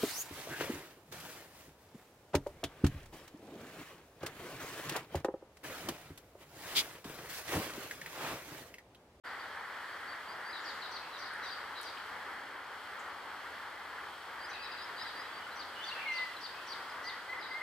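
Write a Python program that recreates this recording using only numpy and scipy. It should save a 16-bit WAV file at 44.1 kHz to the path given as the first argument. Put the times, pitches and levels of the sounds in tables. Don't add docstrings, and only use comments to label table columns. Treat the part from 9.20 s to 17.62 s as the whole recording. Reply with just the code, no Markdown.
import sys
import numpy as np
from scipy import signal
from scipy.fft import rfft, irfft
from scipy.io import wavfile
from scipy.ndimage import uniform_filter1d

SR = 44100
rng = np.random.default_rng(int(sys.argv[2]) if len(sys.argv) > 2 else 0)


def bounce(signal):
    frames = np.transpose(np.atleast_2d(signal))
    limited = np.clip(frames, -1, 1)
    pcm = np.round(limited * 32767).astype(np.int16)
    wavfile.write(sys.argv[1], SR, pcm)


N = 371322
TIME = np.arange(N) / SR
FREQ = np.fft.rfftfreq(N, 1 / SR)

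# (frequency [Hz], relative density [dB])
RUMBLE_COLOUR = [(15, -60), (25, -35.5), (79, -13.5), (119, -19), (168, -18.5), (283, -13), (401, -9.5),
                 (556, -7), (636, -8.5), (701, -6.5), (850, -2), (1430, 0), (2020, -4), (2500, -15),
                 (3250, -42), (5500, -120)]
HISS_COLOUR = [(1470, -34), (2500, -6), (2870, -3), (3190, 0.5), (3840, -8), (4270, -4.5), (6110, -17),
               (7000, -19), (8000, -16), (8690, -20), (12500, -22), (14500, -26.5), (15500, -30)]
# (time [s], relative level [dB])
RUMBLE_SWELL = [(0.1, -47), (0.19, -47.5), (1.39, -47), (3.52, -47.5), (4.84, -46.5), (4.95, -48.5),
                (5.81, -47), (5.88, -44.5), (5.92, -48), (5.99, -46.5), (7.33, -48.5), (8.4, -47)]
HISS_DRIFT = [(0, -54.5), (.9, -56), (1.6, -54.5), (3, -55.5), (5, -56), (6.6, -53.5), (8.4, -54.5)]
# (time [s], relative level [dB])
BAND_SWELLS = [(0.1, -50), (1.01, -47), (1.05, -60), (1.29, -45), (1.87, -62.5), (2.13, -45.5), (2.71, -59),
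               (3.12, -49.5), (3.46, -58), (3.74, -52), (4.0, -60), (4.41, -51), (4.56, -57), (4.84, -54),
               (4.86, -58), (5.14, -59), (5.16, -52), (6.01, -51.5), (6.28, -59), (6.8, -50.5)]
# (frequency [Hz], correlation [0-1])
STEREO_LIKENESS = [(60, .9995), (110, .997), (200, .975), (400, .93), (1300, .89), (2400, .75), (4400, .5),
                   (8000, .27), (14000, .67)]
# (frequency [Hz], phase [rad])
LEFT_LEAD = [(700, 0), (1300, -.08), (2300, .6), (3100, .3), (4100, .6), (6000, 1.4), (8000, 0),
             (14000, -.1)]
# (frequency [Hz], left minus right [dB])
LEFT_TILT = [(60, -1.5), (110, -1), (200, -0.5), (380, 0), (700, 2), (1290, 2.5), (2380, -2), (4400, 0.0),
             (8120, -2.5), (15000, 3.5)]

# (share of the note [0-1], pitch [ratio to the note's own], relative level [dB])
RISE_SHAPE = [(0, .912, -10), (.3, .94, -5), (.6, .966, -3), (.82, .983, -.5), (.94, 1.003, -2),
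              (1, 1.035, -8)]
SLUR_SHAPE = [(0, 1.2, -10), (.12, 1.04, -0.5), (.24, .965, -5.5), (.35, 1.02, -5), (.55, 1.015, -3.5),
              (.82, .98, -2), (1, .94, -1)]
CHIP_SHAPE = [(0, 1.29, -24), (.1, 1.26, -20), (.2, 1.04, -22), (.3, .92, -24), (.44, 1, -17),
              (.57, 1.008, -3), (.7, 1, 0), (.82, .92, -3), (.91, .82, -3), (1, .69, -7)]
RASP_SHAPE = [(0, 1.29, -12), (.1, 1.27, 1), (.19, 1.1, 0), (.29, .9, 4), (.4, .95, -1), (.5, .98, -5),
              (.62, 1.1, -27), (1, 1.1, -60)]
PIP_SHAPE = [(0, 1.005, 1), (.35, 1.01, -5.5), (.7, 1, -2), (1, .975, -10)]
LILT_SHAPE = [(0, .965, -6.5), (.35, .98, -2.5), (.72, 1.005, 3), (1, 1.01, -6)]
PIPE_SHAPE = [(0, 1.055, -6), (.06, 1.047, -1.5), (.2, 1.01, 1), (.42, .988, -3.5), (.68, .974, 0),
              (.74, .965, -11), (1, .955, -11)]

# (time [s], pitch [Hz], level [dB])
PIP_CALLS = [(.06, 4700, -50), (.195, 4640, -52), (2.058, 4740, -44.5), (2.312, 4670, -45.5),
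             (5.515, 4770, -40), (5.861, 4750, -43), (6.316, 4030, -51), (7.162, 4020, -48),
             (7.697, 4930, -54), (8.197, 4900, -49), (8.273, 4850, -50), (8.303, 4750, -46)]
# (time [s], level [dB])
SLUR_CALLS = [(1.326, -44.5), (1.618, -44), (1.924, -46), (2.221, -44.5), (2.551, -44), (5.309, -47),
              (5.426, -45.5), (5.572, -47), (5.775, -43), (5.842, -45), (6.015, -52), (8.219, -43.5)]
CHIP_CALLS = [(1.435, -44), (1.703, -44), (1.973, -46.5), (2.226, -45.5), (2.62, -45.5), (5.28, -49),
              (6.351, -44.5), (6.63, -41.5), (6.916, -39.5), (7.194, -39), (7.466, -41), (7.827, -40)]
# (time [s], how openly it faces the microphone [dB], harshness [dB])
BIRD_STANCE = [(1.3, -1.5, .5), (2.7, -2, .5), (5.3, -4.5, -1), (6, -4.5, -1), (6.5, -.5, -4),
               (7.95, -.5, -4), (8.2, -5, -1)]
# (time [s], pitch near the top [Hz], level [dB])
RISE_CALLS = [(.68, 4730, -60), (.863, 4660, -51.5), (1.06, 4850, -50), (1.246, 4920, -49),
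              (5.19, 5000, -49.5), (5.387, 5080, -47), (5.576, 5100, -46), (5.761, 5130, -45.5),
              (5.947, 5030, -48), (6.124, 4750, -51.5)]
# (time [s], pitch [Hz], level [dB])
SHORE_CALLS = [(1.39, 7100, -63), (1.47, 6700, -66), (1.8, 2640, -54), (5.3, 2590, -48.5),
               (5.37, 2560, -50.5), (5.47, 2600, -50), (5.77, 1880, -51), (5.94, 1850, -49),
               (6.01, 2590, -56), (6.06, 3470, -53), (6.17, 3010, -51), (6.55, 3000, -46),
               (6.61, 3510, -45.5), (6.73, 2700, -44), (6.77, 2375, -43), (6.84, 4270, -50),
               (6.88, 2740, -44), (7.33, 2580, -50)]
# (time [s], length [s], pitch [Hz], level [dB])
LILT_CALLS = [(6.623, 0.028, 3560, -44), (6.711, 0.023, 2790, -39.5), (6.788, 0.024, 2680, -46.5),
              (6.873, 0.018, 2860, -42.5), (7.83, 0.078, 2010, -44.5), (7.925, .03, 1960, -42.5),
              (8.085, 0.069, 2055, -40.5), (8.166, 0.033, 2036, -41), (8.245, 0.03, 2030, -51),
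              (8.305, 0.085, 2107, -38), (8.395, .035, 2080, -41)]
PIPE_CALLS = [(6.856, .265, 2074, -33.5)]
# (time [s], pitch [Hz], bandwidth [Hz], decay [s], level [dB])
TICKS_AND_RUSTLE = [(2.136, 9400, 1200, .004, -52), (2.612, 10500, 5500, .005, -46.5),
                    (2.629, 8500, 5500, .0035, -46), (2.772, 3000, 1500, 0.0042, -41),
                    (2.781, 3670, 1500, .003, -43), (3.792, 6960, 1800, .022, -58),
                    (5.3, 5900, 1000, .009, -53)]


def undb(db):
    return 10 ** (np.asarray(db) / 20)


def unit(x):
    return x / np.sqrt(np.mean(x ** 2))


def across(points):
    hz, value = np.transpose(points)
    return np.interp(np.log(FREQ + 1), np.log(hz), value)


def walk(rate, size=N):
    k = max(int(SR / rate), 1)
    held = np.repeat(rng.standard_normal(size // k + 1), k)
    return 1.334 * uniform_filter1d(uniform_filter1d(held, k), k)[:size]


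def band(x, hz, width_hz):
    return irfft(rfft(x) * np.exp(-.5 * ((FREQ - hz) / width_hz) ** 2), N)


def add(track, s, sound):
    i = int(np.clip(s * SR, 0, N - 1))
    track[i:i + len(sound)] += sound[:N - i]


def air(colour):
    likeness = np.clip(across(STEREO_LIKENESS), 0, 1)
    mid, side = rfft(rng.standard_normal((2, N))) * undb(across(colour))
    signs = np.array([[1], [-1]])
    pair = mid * np.sqrt(1 + likeness) + signs * side * np.sqrt(1 - likeness)
    balance = undb(signs * across(LEFT_TILT) / 2)
    lead = np.exp(.5j * signs * across(LEFT_LEAD))
    return unit(irfft(pair * balance * lead, N))


def distant_rumble(gain_db=2.1, flicker_db=.84, band_rest_db=-55, band_depth=.5):
    swell_db = np.interp(TIME, *np.transpose(RUMBLE_SWELL))
    band_db = np.interp(TIME, *np.transpose(BAND_SWELLS), right=band_rest_db) - band_rest_db
    rumble = air(RUMBLE_COLOUR)
    rumble += band(rumble, hz=1800, width_hz=260) * (undb(band_depth * band_db) - 1)
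    return rumble * undb(swell_db + gain_db + flicker_db * walk(14))


def hum():
    return sum(undb(db + 2.7 * walk(7.2)) * np.sin(2 * np.pi * np.cumsum(hz + 4 * walk(25)) / SR)
               for hz, db in [(92, -85), (285, -75)])


def shore_hiss():
    return air(HISS_COLOUR) * undb(np.interp(TIME, *np.transpose(HISS_DRIFT)) + .85 * walk(6))


def sing(notes, gesture, waver, flutter_db, octave_db, edge_s=.003):
    track = np.zeros(N)
    share, ratio, shape_db = np.transpose(gesture)
    for s, length, hz, db, *sweep in notes:
        n = int(length * SR)
        progress = np.linspace(0, 1, n)
        bend = uniform_filter1d(np.interp(progress, share, ratio), size=130) ** (sweep[0] if sweep else 1)
        pitch = hz * bend * (1 + waver * walk(300.4, size=16384)[:n])
        phase = 2 * np.pi * np.cumsum(pitch) / SR
        edges = np.clip(np.minimum(progress, 1 - progress) * length / edge_s, 0, 1)
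        level_db = db + np.interp(progress, share, shape_db) + flutter_db * walk(182, size=16384)[:n]
        add(track, s, edges * undb(level_db) * (np.sin(phase) + undb(octave_db) * np.sin(2 * phase)))
    return track


def alike(calls, length_s, hz):
    return [(s, length_s, hz, db) for s, db in calls]


def lasting(calls, length_s):
    return [(s, length_s, hz, db) for s, hz, db in calls]


def hoarse(voice, hz, width_hz):
    loudness = np.sqrt(np.abs(uniform_filter1d(voice ** 2, size=200)))
    return loudness * unit(band(rng.standard_normal(N), hz, width_hz))


def place(x, left_db, lead_us):
    taps = np.arange(-16, 17)
    late = np.convolve(x, np.sinc(taps - lead_us * SR / 10 ** 6) * np.hanning(len(taps)), "same")
    return np.array([x * undb(left_db / 2), late * undb(-left_db / 2)])


def scatter(x, t60, grain=1.0, late_t60=1.0, late_db=-14, build_s=.0021):
    t = TIME[:SR]
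    echoes = rng.standard_normal((2, SR)) * np.exp(grain * rng.standard_normal((2, SR)))
    decay = undb(-60 * t / t60) + undb(late_db - 60 * t / late_t60)
    echoes *= decay * (1 - np.exp(-t / build_s))
    echoes /= np.sqrt(np.sum(echoes ** 2, axis=1, keepdims=True))
    return signal.fftconvolve(x[None], echoes, axes=1)[:, :N]


def chipping_bird():
    times, facing, harshness = np.transpose(BIRD_STANCE)
    facing_db, harsh_db = np.interp(TIME, times, facing), np.interp(TIME, times, harshness)
    slur_notes = alike(SLUR_CALLS, length_s=.05, hz=3920)
    chip_notes = alike(CHIP_CALLS, length_s=.078, hz=4757)
    slurs = sing(slur_notes, SLUR_SHAPE, waver=.009, flutter_db=2, octave_db=-30)
    chips = sing(chip_notes, CHIP_SHAPE, waver=.009, flutter_db=2.2, octave_db=-32)
    pips = sing(lasting(PIP_CALLS, length_s=.026), PIP_SHAPE, waver=.016, flutter_db=2.5, octave_db=-28)
    rasps = sing(chip_notes, RASP_SHAPE, waver=.02, flutter_db=3, octave_db=-30) * undb(harsh_db - 5)
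    rough = hoarse(slurs + chips + pips, hz=4150, width_hz=660) * undb(harsh_db - 1)
    direct = place(slurs, left_db=4.5, lead_us=33)
    direct += place(chips + pips + undb(-11) * rasps, left_db=3.8, lead_us=17)
    thrown = undb(-6) * slurs + undb(-4.5) * (chips + pips) + rasps + rough
    return direct * undb(facing_db), thrown


def whistling_bird(length_s=.075, foot_hz=4520):
    foot_ratio = RISE_SHAPE[0][1]
    notes = [(s, length_s, hz, db, np.log(foot_hz / hz) / np.log(foot_ratio)) for s, hz, db in RISE_CALLS]
    return sing(notes, RISE_SHAPE, waver=.006, flutter_db=2, octave_db=-20)


def sandpipers():
    rises = whistling_bird()
    direct, thrown = chipping_bird()
    echoes = scatter(undb(-10) * rises + thrown, t60=.36, grain=.6, late_t60=1.2, late_db=-12)
    return place(rises, left_db=1.5, lead_us=36) + direct + echoes * undb([[.8], [-.8]])


def mud_fizz(count=45, floor_db=-65, spread_db=4.5, ring_s=.001):
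    track, t = np.zeros(N), TIME[:1024]
    for when, pitch, size in rng.random((count, 3)):
        ring = np.sin(2 * np.pi * (8000 + 6000 * pitch) * t) * t / ring_s * np.exp(-t / ring_s)
        level_db = floor_db + spread_db * min(-np.log(1 - size), 3)
        add(track, when * TIME[-1], ring * undb(level_db))
    return track + scatter(track, t60=.2)


def far_waders():
    whistle = sing(PIPE_CALLS, PIPE_SHAPE, waver=.001, flutter_db=-.8, octave_db=-38)
    lilts = sing(LILT_CALLS, LILT_SHAPE, waver=.005, flutter_db=2.5, octave_db=-26)
    far = sing(lasting(SHORE_CALLS, length_s=.0704), LILT_SHAPE, waver=.025, flutter_db=3, octave_db=-30)
    rough = hoarse(far, hz=2877, width_hz=490)
    thrown = undb(-12) * whistle + undb(-6) * lilts + far + undb(-10) * rough
    direct = place(whistle + lilts + undb(-8.5) * far, left_db=.5, lead_us=27)
    return direct + scatter(thrown, t60=.43, grain=.59, late_t60=1.0, late_db=-5)


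def ticks_and_rustle(attack_s=.0012):
    track, t = np.zeros(N), TIME[:4096]
    hz_axis = np.fft.rfftfreq(len(t), 1 / SR)
    for s, hz, width, decay, db in TICKS_AND_RUSTLE:
        burst = irfft(rfft(rng.standard_normal(len(t))) * np.exp(-2 * ((hz_axis - hz) / width) ** 2))
        envelope = (1 - np.exp(-t / attack_s)) * np.exp(-t / decay)
        add(track, s, undb(db) * unit(burst) * envelope)
    return place(track, left_db=-3, lead_us=5.5) + undb(-3) * scatter(track, t60=.27)


def scene():
    foreground = sandpipers() + far_waders() + ticks_and_rustle() + mud_fizz()
    return foreground + distant_rumble() + hum() + shore_hiss()


def record(dry, top_hz=15700):
    fade = np.clip((TIME - .036) / .018, 0, 1)
    return signal.sosfilt(signal.ellip(10, .1, 70, top_hz, fs=SR, output="sos"), dry * fade)


dry = scene()
out = record(dry)
bounce(out)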